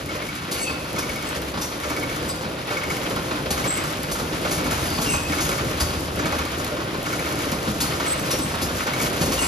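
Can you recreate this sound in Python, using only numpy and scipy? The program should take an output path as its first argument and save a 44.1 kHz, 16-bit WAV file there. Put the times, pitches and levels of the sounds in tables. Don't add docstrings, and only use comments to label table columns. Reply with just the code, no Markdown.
import sys
import numpy as np
from scipy import signal
from scipy.fft import rfft, irfft, next_fast_len
from scipy.io import wavfile

SR = 44100
rng = np.random.default_rng(int(sys.argv[2]) if len(sys.argv) > 2 else 0)


def to_wav(s):
    ch = np.atleast_2d(s).T
    pcm = np.round(np.clip(ch, -1, 1) * 32767)
    wavfile.write(sys.argv[1], SR, pcm.astype(np.int16))


N = 417627
TIME = np.arange(N) / SR
SIZE = 2 * next_fast_len(N // 2 + SR // 2)
FREQS = np.maximum(np.fft.rfftfreq(SIZE, 1 / SR), 1)

FIRST_STROKE_S, STROKE_EVERY_S, LINK_EVERY_S, LAST_LOADED_LINK = 0.058, 0.8713, 0.0655, 3

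CHATTER_DB, CHATTER_FADE_DB, CHATTER_DYING_S = -22, 1.5, 0.027
CHIRP_DB, GRIND_DB, SLACK_LOSS_DB, CHIRP_DYING_S = -18, -24.5, 5.5, 0.01
SPROCKET_HZ, RUB_LEAD_S, LINK_UNEVEN_DB = 2215, 0.003, 1.5
# pitch in Hz, width in Hz, relative level in dB.
SPROCKET_MODES = [(1330, 70, -12), (2060, 140, -10), (2222, 35, -8), (2400, 220, -7)]
# frequency in Hz, relative density in dB per Hz.
LINK_COLOUR = [(200, -4.5), (500, 8), (900, 3), (1400, 17.5), (1800, 3), (2500, -4), (4000, -3), (7000, 0),
               (14000, -32)]


def chain():
    hits, grinds, rubs = [], [], []
    for s, k, db, chirp_db in links():
        slack_db = SLACK_LOSS_DB * max(k - LAST_LOADED_LINK, 0)
        hit_db = db + rng.normal(0, LINK_UNEVEN_DB) + CHATTER_DB - CHATTER_FADE_DB * k
        hits.append((s, hit_db, CHATTER_DYING_S))
        grinds.append((s - RUB_LEAD_S, db + GRIND_DB - slack_db, CHIRP_DYING_S))
        rubs.append((s - RUB_LEAD_S, chirp_db + CHIRP_DB - slack_db, CHIRP_DYING_S))
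    chatter = contacts(7000, 2) * blows(hits, rise_s=.003)
    hz = SPROCKET_HZ * (1 + .026 * drift(1000) + .007 * drift(25))
    chirp = np.sin(2 * np.pi * np.cumsum(hz) / SR) * blows(rubs, rise_s=.006)
    grinding = contacts(4000, 1) * blows(grinds, rise_s=.006)
    return chirp + resonate(grinding, SPROCKET_MODES) + coloured(chatter, LINK_COLOUR)


# relative strength in dB, then the relative chirp of its four loaded links in dB.
STROKE_STRENGTHS = [(-7.5, 0, -15, -2.5, 0), (-2.5, 0, 0.5, 0.5, 0), (-2, -1, 0, 2, 4.5),
                    (-0.5, 0, 5.5, 1.5, 5), (0, -4, 3.5, -2, -1), (0, -3, -5, -1, -4),
                    (1.5, -0.5, 3, -8, 3), (0.5, -3, 0.5, -3, -5), (0, -5, -1, 0, -2), (0, -8, -8, 2, 2),
                    (0.5, 0, 0, 4, 3.5)]


def links(count=7):
    rows = []
    for start, (db, *chirps) in zip(strokes(), STROKE_STRENGTHS):
        for k in range(count):
            chirp_db = chirps[k] if k < len(chirps) else np.mean(chirps)
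            rows.append((start + (k + .5) * LINK_EVERY_S, k, db, chirp_db))
    return rows


def strokes():
    return np.arange(FIRST_STROKE_S, N / SR, STROKE_EVERY_S)


def travel(start_s=0.011, run_s=0.44, coast_s=0.07):
    age = (TIME - FIRST_STROKE_S) % STROKE_EVERY_S
    return np.minimum(age / start_s, 1) * np.exp(-np.maximum(age - run_s, 0) / coast_s)


# frequency in Hz, relative density in dB per Hz.
TICK_COLOUR = [(500, -24), (1500, -9), (3000, -5), (5000, -2), (8000, 0), (12000, 0), (15000, -7)]


def rollers(hiss_db, count=26):
    times = np.ravel(strokes()[:, None] + np.arange(count) * LINK_EVERY_S / 2)
    forces_db = 5.5 + 2.5 * rng.standard_normal(len(times))
    even = blows([(s, db, .0028) for s, db in zip(times, forces_db)], rise_s=.0003)
    stray = from_db(-15) * contacts(25, 4)
    return from_db(hiss_db) * coloured(contacts(7000, 0.85) * even + stray, TICK_COLOUR)


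SNAP_DB, SNAP_FALL_DB = -21.5, 2.5
# seconds into the stroke, relative level in dB.
PAWL_CLICKS = [(0.0, -26), (0.488, -21.5)]


def ticks():
    snaps = [(s, db + SNAP_DB - SNAP_FALL_DB * abs(k - LAST_LOADED_LINK)) for s, k, db, _ in links()]
    snaps += [(s + after, db) for s in strokes() for after, db in PAWL_CLICKS]
    uneven = [(s, db + rng.normal(0, LINK_UNEVEN_DB), .0035) for s, db in snaps]
    return coloured(contacts(14000, 1.2) * blows(uneven, rise_s=.0008), TICK_COLOUR)


TRAY_KNOCK_DB = 0
LIFT_CRACK_DB = -3.5
LIFT_THUD_DB = -10.5
# seconds into the stroke, relative knock in dB, relative thud in dB.
DRIVE_KNOCKS = [(0.425, -49, -29), (0.492, -29, -34.5), (0.56, -50, -33.5), (0.608, -27.5, -43),
                (0.644, -26, -27), (0.785, -29, -36)]
# frequency in Hz, relative density in dB per Hz.
KNOCK_COLOUR = [(150, -38), (420, -4.5), (600, -7.5), (800, -3.5), (1500, 1), (1800, -13.5), (2600, -10.5),
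                (4500, -12), (12000, -30)]
THUD_COLOUR = [(25, -14), (55, 16), (90, -0.5), (170, 12), (300, 9.5), (450, 1.5), (800, 0.5), (3000, -44)]
# pitch in Hz, width in Hz, relative level in dB.
FRAME_MODES = [(83.6, 7.8, -14), (163, 16, -16), (231, 33, -16.5), (306, 10, -26)]


def stacker(load_db):
    loads = np.interp(strokes(), TIME, load_db)
    hits = []
    for s, load in zip(strokes(), loads):
        hits += [(s + after, knock_db + load, thud_db + load) for after, knock_db, thud_db in DRIVE_KNOCKS]
    hits += [(s, db + TRAY_KNOCK_DB, thud_db) for s, db, *_, thud_db in TRAY_CLACKS]
    hits += [(s, knock_db + LIFT_CRACK_DB, boom_db + LIFT_THUD_DB)
             for s, knock_db, boom_db, favoured in LIFT_KNOCKS]
    knocks = contacts(6000, 2.1) * blows([(s, db, .022) for s, db, _ in hits], rise_s=0.0017)
    thuds = contacts(6000, 1.0) * blows([(s, db, .026) for s, _, db in hits], rise_s=0.0077)
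    return coloured(knocks, KNOCK_COLOUR) + coloured(thuds, THUD_COLOUR) + resonate(thuds, FRAME_MODES)


HOUSING_FOCUS_DB, HOUSING_MOST_LOSS_DB = 19, 18
# start in seconds, relative knock in dB,
# relative boom in dB, pitch in Hz that the point of contact favours.
LIFT_KNOCKS = [(0.119, -36, -28.5, 303), (0.152, -31, -25.5, 520), (0.214, -28.5, -29, 271),
               (0.246, -38, -35, 139), (0.347, -32, -44, 200), (0.414, -31, -45, 200),
               (0.693, -26, -35, 300), (0.979, -23, -33, 305), (1.095, -44, -26, 80),
               (1.125, -42, -26.5, 200), (1.359, -44, -23.5, 480), (1.571, -26.5, -27, 151),
               (1.85, -32, -23, 500), (1.903, -24, -26, 300), (1.968, -28, -27, 278), (2.01, -38, -29, 135),
               (2.166, -34, -35, 300), (2.428, -30, -40, 296), (2.707, -24, -20.5, 580),
               (2.961, -38, -42, 300), (3.105, -26, -21, 470), (3.16, -24, -22, 170),
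               (3.308, -22.5, -24, 470), (3.458, -39, -24.5, 500), (3.651, -22, -39, 470),
               (4.118, -42, -20, 62), (4.199, -30, -28, 260), (4.447, -27, -23.5, 570),
               (4.60, -30, -28, 400), (4.658, -26, -21, 260), (4.718, -24, -21, 70),
               (4.908, -32, -21.5, 300), (4.98, -20.5, -21, 168), (5.136, -18, -20, 132),
               (5.298, -36, -21.5, 283), (5.32, -25, -27, 563), (5.365, -34, -26, 400),
               (5.612, -41, -19.5, 115), (5.709, -34, -22.5, 457), (5.808, -26, -13.5, 67),
               (6.193, -27, -32, 387), (6.254, -25, -24, 252), (6.321, -22, -23, 550),
               (6.384, -25, -21, 80), (6.45, -31, -32, 385), (6.665, -27, -38, 380), (6.718, -38, -22, 530),
               (7.192, -30, -29, 305), (7.263, -28, -39, 305), (7.312, -27, -35, 305),
               (7.455, -32, -24, 490), (7.517, -28, -22, 199), (7.672, -31, -16.5, 183),
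               (7.83, -26, -24, 260), (7.998, -20.5, -37, 560), (8.328, -37, -25, 500),
               (8.385, -44, -21.5, 250), (8.447, -44, -21, 168), (8.537, -26, -33, 504),
               (8.864, -21, -28, 600), (9.048, -40, -19, 135), (9.220, -28, -21, 474),
               (9.278, -42, -24, 200)]
# pitch in Hz, 60 dB decay in seconds, relative level in dB.
HOUSING_MODES = [(56, 0.15, 1), (79, 0.18, -0.5), (108.5, 0.26, -2), (134.6, 0.25, -3), (162, 0.26, 0),
                 (211, 0.22, -1), (256.4, 0.24, -4), (301.7, 0.28, 1.5), (378, 0.19, -2.2),
                 (464.5, 0.17, -1.5), (519.5, 0.35, -4.5), (593.5, 0.28, -1.5)]


def booms():
    rows = [(s, boom_db, favoured) for s, knock_db, boom_db, favoured in LIFT_KNOCKS]
    return struck(rows, HOUSING_MODES, HOUSING_FOCUS_DB, HOUSING_MOST_LOSS_DB)


# pitch in Hz, width in Hz, relative level in dB.
PANEL_MODES = [(660, 28, -6), (830, 30, -8), (970, 28, -6), (1090, 30, -6), (1185, 28, -5), (1330, 28, -3),
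               (1420, 34, -7), (1520, 28, -3), (1850, 40, -10), (2420, 45, -9)]


def clanks():
    force = blows([(s, db, .01) for s, db, *_ in LIFT_KNOCKS], rise_s=.003)
    return resonate(contacts(9000, 1) * force, PANEL_MODES)


SETTLE_S = 0.008
RAIL_FOCUS_DB, RAIL_MOST_LOSS_DB = 85, 13
# first touch in seconds, relative clack in dB, dying time in seconds,
# relative rail ring in dB, pitch in Hz that the point of contact favours, relative thud in dB.
TRAY_CLACKS = [(0.511, -27.5, 0.021, -34, 4460, -46), (0.984, -25, 0.0085, -35, 5800, -31),
               (1.611, -31.5, 0.026, -28.5, 5950, -48), (2.289, -32.5, 0.0087, -36.5, 4820, -33),
               (3.504, -22, 0.012, -29, 10800, -22), (4.112, -29, 0.025, -50, 6900, -36),
               (4.508, -29.5, 0.032, -35, 5800, -21), (4.704, -32.5, 0.027, -33, 6900, -26),
               (4.849, -38.5, 0.059, -34, 11050, -31), (5.012, -28.5, 0.025, -38, 6950, -26),
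               (5.402, -31, 0.04, -27, 6400, -20.5), (5.489, -21, 0.0048, -41, 6960, -41),
               (5.799, -25.5, 0.021, -26.5, 4680, -30), (7.518, -26.5, 0.0048, -46, 6900, -27),
               (7.802, -23.5, 0.02, -27.5, 4400, -25), (8.304, -26, 0.023, -25.5, 5700, -36),
               (8.614, -29, 0.024, -30.5, 5105, -22), (9.010, -30, 0.032, -35, 6900, -27),
               (9.208, -32, 0.043, -30, 4440, -16.5), (9.317, -27, 0.023, -33, 4400, -41)]
# frequency in Hz, relative density in dB per Hz.
CLACK_COLOUR = [(300, -20), (1000, -6), (2200, -6), (3700, -3), (4700, -1), (6500, 1), (8500, 0.5),
                (11000, -1), (13000, -6), (15000, -13)]
# pitch in Hz, 60 dB decay in seconds, relative level in dB.
RAIL_MODES = [(2830, .18, -1), (3630, .16, 3), (3760, .14, 3), (4200, .14, -1), (4330, .16, -2),
              (4440, .22, -1), (4570, .18, 0), (4690, .17, -1), (4820, .2, 0), (5105, .22, 1),
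              (5480, .16, -3), (5600, .18, -2), (5800, .2, 0), (6160, .18, 0), (6520, .17, 0),
              (6870, .15, 0), (7070, .2, 0), (10750, .14, -1), (11050, .18, -2)]


def trays():
    force = blows([(s, db, dying) for s, db, dying, *_ in TRAY_CLACKS], rise_s=.006)
    clacks = coloured(contacts(6000, 2.0) * force, CLACK_COLOUR)
    rings = [(s + SETTLE_S, ring_db, favoured) for s, db, dying, ring_db, favoured, thud_db in TRAY_CLACKS]
    return from_db(8.0) * clacks + struck(rings, RAIL_MODES, RAIL_FOCUS_DB, RAIL_MOST_LOSS_DB)


# start in seconds, length in seconds, relative level in dB.
TRAY_SCRAPES = [(0.558, 0.12, -36), (5.05, 0.14, -33.5), (9.376, 0.099, -30.5)]
# pitch in Hz, width in Hz, relative level in dB.
GUIDE_MODES = [(2215, 52, -4.5), (2470, 89, -3.5), (2790, 130, -7), (4650, 44, -10), (6400, 160, 0.5),
               (7470, 190, 0), (10000, 240, -0.5)]


def scrapes():
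    push = sum(from_db(db) * swell(s, length) for s, length, db in TRAY_SCRAPES)
    slips = contacts(2500, 0.77) * push
    return from_db(-6.0) * resonate(slips, GUIDE_MODES) + from_db(-1.5) * coloured(slips, HISS_COLOUR)


TONE_FLICKER_DB = 3.5
# start in seconds,
# length in seconds, first pitch in Hz, last pitch in Hz, waver as a share of the pitch, relative level in dB.
SHORT_TONES = [(0.566, 0.04, 2900, 2720, 0.016, -33), (0.584, 0.082, 7950, 7730, .012, -34),
               (0.59, 0.053, 10300, 10300, 0.0079, -46), (0.637, 0.073, 2700, 2520, .015, -33),
               (0.532, 0.24, 4530, 4470, 0.0083, -42), (0.574, 0.06, 2270, 2260, 0.015, -39),
               (4.857, 0.15, 4750, 4550, 0.038, -35), (7.375, 0.045, 2250, 2200, 0.03, -37),
               (1.266, 0.034, 7800, 7920, .005, -31), (2.28, 0.038, 7640, 8000, 0.0056, -28),
               (3.672, 0.074, 7500, 7780, 0.0052, -22), (3.737, 0.051, 7850, 8000, .005, -29),
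               (5.045, 0.024, 3260, 3060, 0.016, -32), (5.056, 0.032, 2920, 2665, 0.018, -27.5),
               (5.072, 0.028, 2315, 2220, 0.025, -36.5), (5.085, 0.024, 2800, 2660, 0.016, -32),
               (5.06, 0.04, 5400, 5430, .012, -32), (5.09, 0.075, 7900, 7650, 0.0117, -24),
               (5.108, 0.055, 2614, 2544, 0.0154, -29), (5.142, 0.04, 6300, 6500, 0.0113, -37),
               (5.161, 0.03, 2760, 2900, 0.018, -31), (5.182, 0.034, 2620, 2540, 0.0177, -34),
               (5.235, 0.06, 2540, 2600, 0.0154, -39), (8.055, 0.088, 7960, 7940, 0.004, -23),
               (8.377, 0.085, 7850, 8020, .005, -33), (9.386, 0.023, 2800, 2710, 0.024, -26),
               (9.389, 0.095, 7980, 7660, .014, -24), (9.422, 0.06, 2600, 2520, 0.05, -34)]


def short_tones():
    unsteady = drift(500)
    flicker = from_db(TONE_FLICKER_DB * drift(120))
    out = 0
    for s, length, first_hz, last_hz, waver, db in SHORT_TONES:
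        out = out + from_db(db) * flicker * glide(s, length, first_hz, last_hz, waver * unsteady)
    return out


def glide(s, length, first_hz, last_hz, waver):
    hz = np.interp(TIME, [s, s + length], [first_hz, last_hz]) * (1 + waver)
    return swell(s, length) * np.sin(2 * np.pi * np.cumsum(hz) / SR)


# frequency in Hz, relative density in dB per Hz.
SHAKE_COLOUR = [(18, -47), (26, -26), (36, -1), (52, -3.5), (78, 8.5), (105, -1), (150, -6.5), (300, -40)]


def shake(bass_db, moving):
    level_db = bass_db - 0.5 - 0.9 * moving
    return bed(SHAKE_COLOUR, level_db, per_s=3000, spread_db=2.0, flutter_db=0.0, flutter_rate=6.4)


# frequency in Hz, relative density in dB per Hz.
RUMBLE_COLOUR = [(60, -27), (110, 0.5), (155, 3), (225, -1), (305, 3), (410, -2), (520, -1), (630, -3.5),
                 (800, -9.5), (1500, -23.5), (4000, -58)]


def rumble(middle_db, moving):
    level_db = middle_db - 1.5 + 0.26 * moving
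    return bed(RUMBLE_COLOUR, level_db, per_s=2000, spread_db=1.5, flutter_db=1.5, flutter_rate=18)


# frequency in Hz, relative density in dB per Hz.
RATTLE_COLOUR = [(250, -20), (550, -1), (800, -1), (1200, 3), (1590, 4), (1730, -1), (2300, 0),
                 (3200, -2.5), (5000, -9), (9000, -28.5)]


def rattle(middle_db, moving):
    level_db = middle_db - 4.5 + 2.5 * moving
    return bed(RATTLE_COLOUR, level_db, per_s=4000, spread_db=0.0, flutter_db=1.48, flutter_rate=45)


# frequency in Hz, relative density in dB per Hz.
HISS_COLOUR = [(1200, -30), (3000, -6), (4700, -.5), (6200, -.5), (8000, -.5), (10200, -2.5), (12500, -7),
               (14200, -11), (15000, -20)]


def hiss(hiss_db):
    return bed(HISS_COLOUR, hiss_db, per_s=12000, spread_db=2.0, flutter_db=2.0, flutter_rate=30)


# pitch in Hz, width in Hz, level in dB.
MOTOR_MODES = [(70.7, 2.4, -57), (167, 14, -58), (521, 14, -47.5), (604, 3.4, -53), (9970, 130, -55)]


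def hum():
    return resonate(rng.standard_normal(N), MOTOR_MODES)


def bed(spectrum, level_db, per_s, spread_db, flutter_db, flutter_rate):
    pair = np.array([contacts(per_s, spread_db), contacts(per_s, spread_db)])
    return coloured(diffuse(pair), spectrum) * from_db(level_db + flutter_db * drift(flutter_rate))


ROOM_T60_S = 0.97


def room(x, wet_db, treble_t60_s):
    age = TIME[:SR]
    noise = rng.standard_normal((2, SR))
    low = signal.sosfilt(signal.butter(2, 3500, fs=SR, output="sos"), noise)
    high = signal.sosfilt(signal.butter(2, 3500, "high", fs=SR, output="sos"), noise[:, ::-1])
    tail = low * from_db(-60 * age / ROOM_T60_S) + high * from_db(-60 * age / treble_t60_s)
    tail = rms_one(tail * (age > .003)) / np.sqrt(SR)
    echoes = signal.fftconvolve(x[None], tail, axes=1)[:, :N]
    return x + from_db(wet_db) * diffuse(echoes)


# frequency in Hz, likeness from 0 to 1
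CHANNEL_LIKENESS = [(80, .999), (160, .98), (300, .93), (600, .7), (800, .2), (1200, .35), (1550, .7),
                    (3000, .55), (5500, .35), (7000, .85), (8200, .96), (12000, .96)]


def diffuse(pair):
    alike = np.clip(over_hz(CHANNEL_LIKENESS), 0, 1)
    mid, side = rfft(pair, SIZE) * np.sqrt([(1 + alike) / 2, (1 - alike) / 2])
    return irfft([mid + side, mid - side])[:, :N]


# start in seconds, length in seconds, depth in dB.
LULL = (0.28, 0.23, -9.5)
# lower edge in Hz, upper edge in Hz.
LULL_BAND_HZ = (330, 770)


def lull(x):
    s, length, depth_db = LULL
    band = signal.sosfiltfilt(signal.butter(2, LULL_BAND_HZ, "band", fs=SR, output="sos"), x)
    return x + band * (from_db(depth_db * swell(s, length)) - 1)


def contacts(per_s, spread_db):
    sizes = from_db(spread_db * np.minimum(rng.exponential(1, N), 4)) * rng.choice([-1, 1], N)
    return rms_one(sizes * (rng.random(N) < per_s / SR))


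def blows(rows, rise_s):
    power = np.zeros(N)
    for s, db, dying_s in rows:
        at = int(np.clip(s * SR, 0, N - 1))
        age = TIME[:min(N - at, SR // 2)]
        force = from_db(db) * (1 - np.exp(-age / rise_s)) * np.exp(-age / dying_s)
        power[at:at + len(age)] += force ** 2
    return np.sqrt(power)


def struck(rows, modes, focus_db, most_loss_db):
    s, db, favoured = np.transpose(rows)
    chance = rng.standard_normal((len(s), len(modes)))
    out = 0
    for (hz, t60, mode_db), luck in zip(modes, chance.T):
        loss = np.minimum(focus_db * np.abs(np.log2(hz / favoured)), most_loss_db)
        clicks = np.zeros(N)
        clicks[np.clip(s * SR, 0, N - 1).astype(int)] = np.sign(luck) * from_db(db + mode_db - loss + luck)
        r, w = from_db(-60 / (t60 * SR)), 2 * np.pi * hz / SR
        out = out + signal.lfilter([0, np.sin(w)], [1, -2 * r * np.cos(w), r * r], clicks + 1e-18)
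    return out


def resonate(x, modes):
    out = 0
    for hz, width, db in modes:
        r, w = np.exp(-np.pi * width / SR), 2 * np.pi * hz / SR
        ring = signal.lfilter([0, np.sin(w)], [1, -2 * r * np.cos(w), r * r], x + 1e-18)
        out = out + from_db(db) * np.sqrt(2 * (1 - r * r)) * ring
    return out


def coloured(x, spectrum):
    gain = rms_one(from_db(over_hz(spectrum)))
    cepstrum = irfft(np.log(gain))[:SIZE // 2]
    response = np.exp(2 * rfft(cepstrum, SIZE) - cepstrum[0])
    return irfft(rfft(x, SIZE) * response)[..., :N]


def swell(s, length):
    return np.sqrt(np.maximum(1 - (2 * (TIME - s) / length - 1) ** 2, 0))


def drift(rate):
    knots = rng.standard_normal(12000)
    return rms_one(np.interp(TIME * rate, np.arange(len(knots)), knots))


def over_hz(points):
    hz, value = np.transpose(points)
    return np.interp(np.log(FREQS), np.log(hz), value)


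def rms_one(x):
    return x / np.sqrt(np.mean(x ** 2) + 1e-20)


def from_db(db):
    return 10 ** (np.asarray(db) / 20)


# time in seconds, bass in dB, middle in dB, treble in dB.
LINE_LEVEL = [(0.0, -36, -32, -38.5), (0.66, -48, -31.5, -37.5), (1.19, -39.5, -31, -35.5),
              (1.66, -44, -31, -36), (2.08, -35.5, -30.5, -35), (2.64, -47, -30, -37),
              (2.9, -36.5, -30, -34.5), (3.43, -45, -28.5, -35), (3.77, -39, -29, -32),
              (4.43, -43, -29, -34), (4.64, -35.5, -27, -31), (5.06, -34.5, -28.5, -30),
              (6.25, -34, -29.5, -34), (6.86, -40.5, -29.5, -35.5), (7.17, -37.5, -29, -32),
              (8.91, -37.5, -28, -31.5), (9.31, -35.5, -26, -30.5), (9.47, -33.5, -25.5, -36)]


def scene():
    s, *columns = np.transpose(LINE_LEVEL)
    bass_db, middle_db, treble_db = [np.interp(TIME, s, c) for c in columns]
    moving = travel()
    hiss_db = treble_db - 6.5 + 2 * moving
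    steady = shake(bass_db, moving) + rumble(middle_db, moving) + rattle(middle_db, moving)
    steady = steady + hiss(hiss_db) + hum()
    near = chain() + rollers(hiss_db) + ticks() + booms() + clanks()
    far = trays() + stacker(middle_db - middle_db.mean()) + scrapes() + short_tones()
    outside = room(near, wet_db=-11, treble_t60_s=.3)
    inside = room(far, wet_db=-2.5, treble_t60_s=.5)
    return lull(steady + from_db(-2.5) * outside + from_db(-0.52) * inside)


CUTOFF_HZ = 15200
# frequency in Hz, left lead in radians.
MIC_LEAD = [(90, 0), (600, -.6), (1000, -.9), (1620, -2.6), (1750, 0), (2800, 1), (4900, .6), (5700, -1.1),
            (6500, -1.2), (8400, -3.2), (12000, -6.3), (15200, -9.4)]
# frequency in Hz, left minus right in dB.
MIC_TILT = [(60, .4), (300, 1.3), (480, 0), (720, -2.8), (1100, -1.6), (1580, -3), (1750, 2.5), (2800, 2),
            (5300, 4.5), (8000, 0)]


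def record(dry):
    half = np.exp(.5j * over_hz(MIC_LEAD)) * from_db(over_hz(MIC_TILT) / 2)
    heard = irfft(rfft(dry, SIZE) * [half, 1 / half])[:, :N]
    heard = signal.sosfilt(signal.butter(6, 33, "high", fs=SR, output="sos"), heard)
    return signal.sosfilt(signal.ellip(10, .2, 80, CUTOFF_HZ, fs=SR, output="sos"), heard)


dry = scene()
out = record(dry)
to_wav(out)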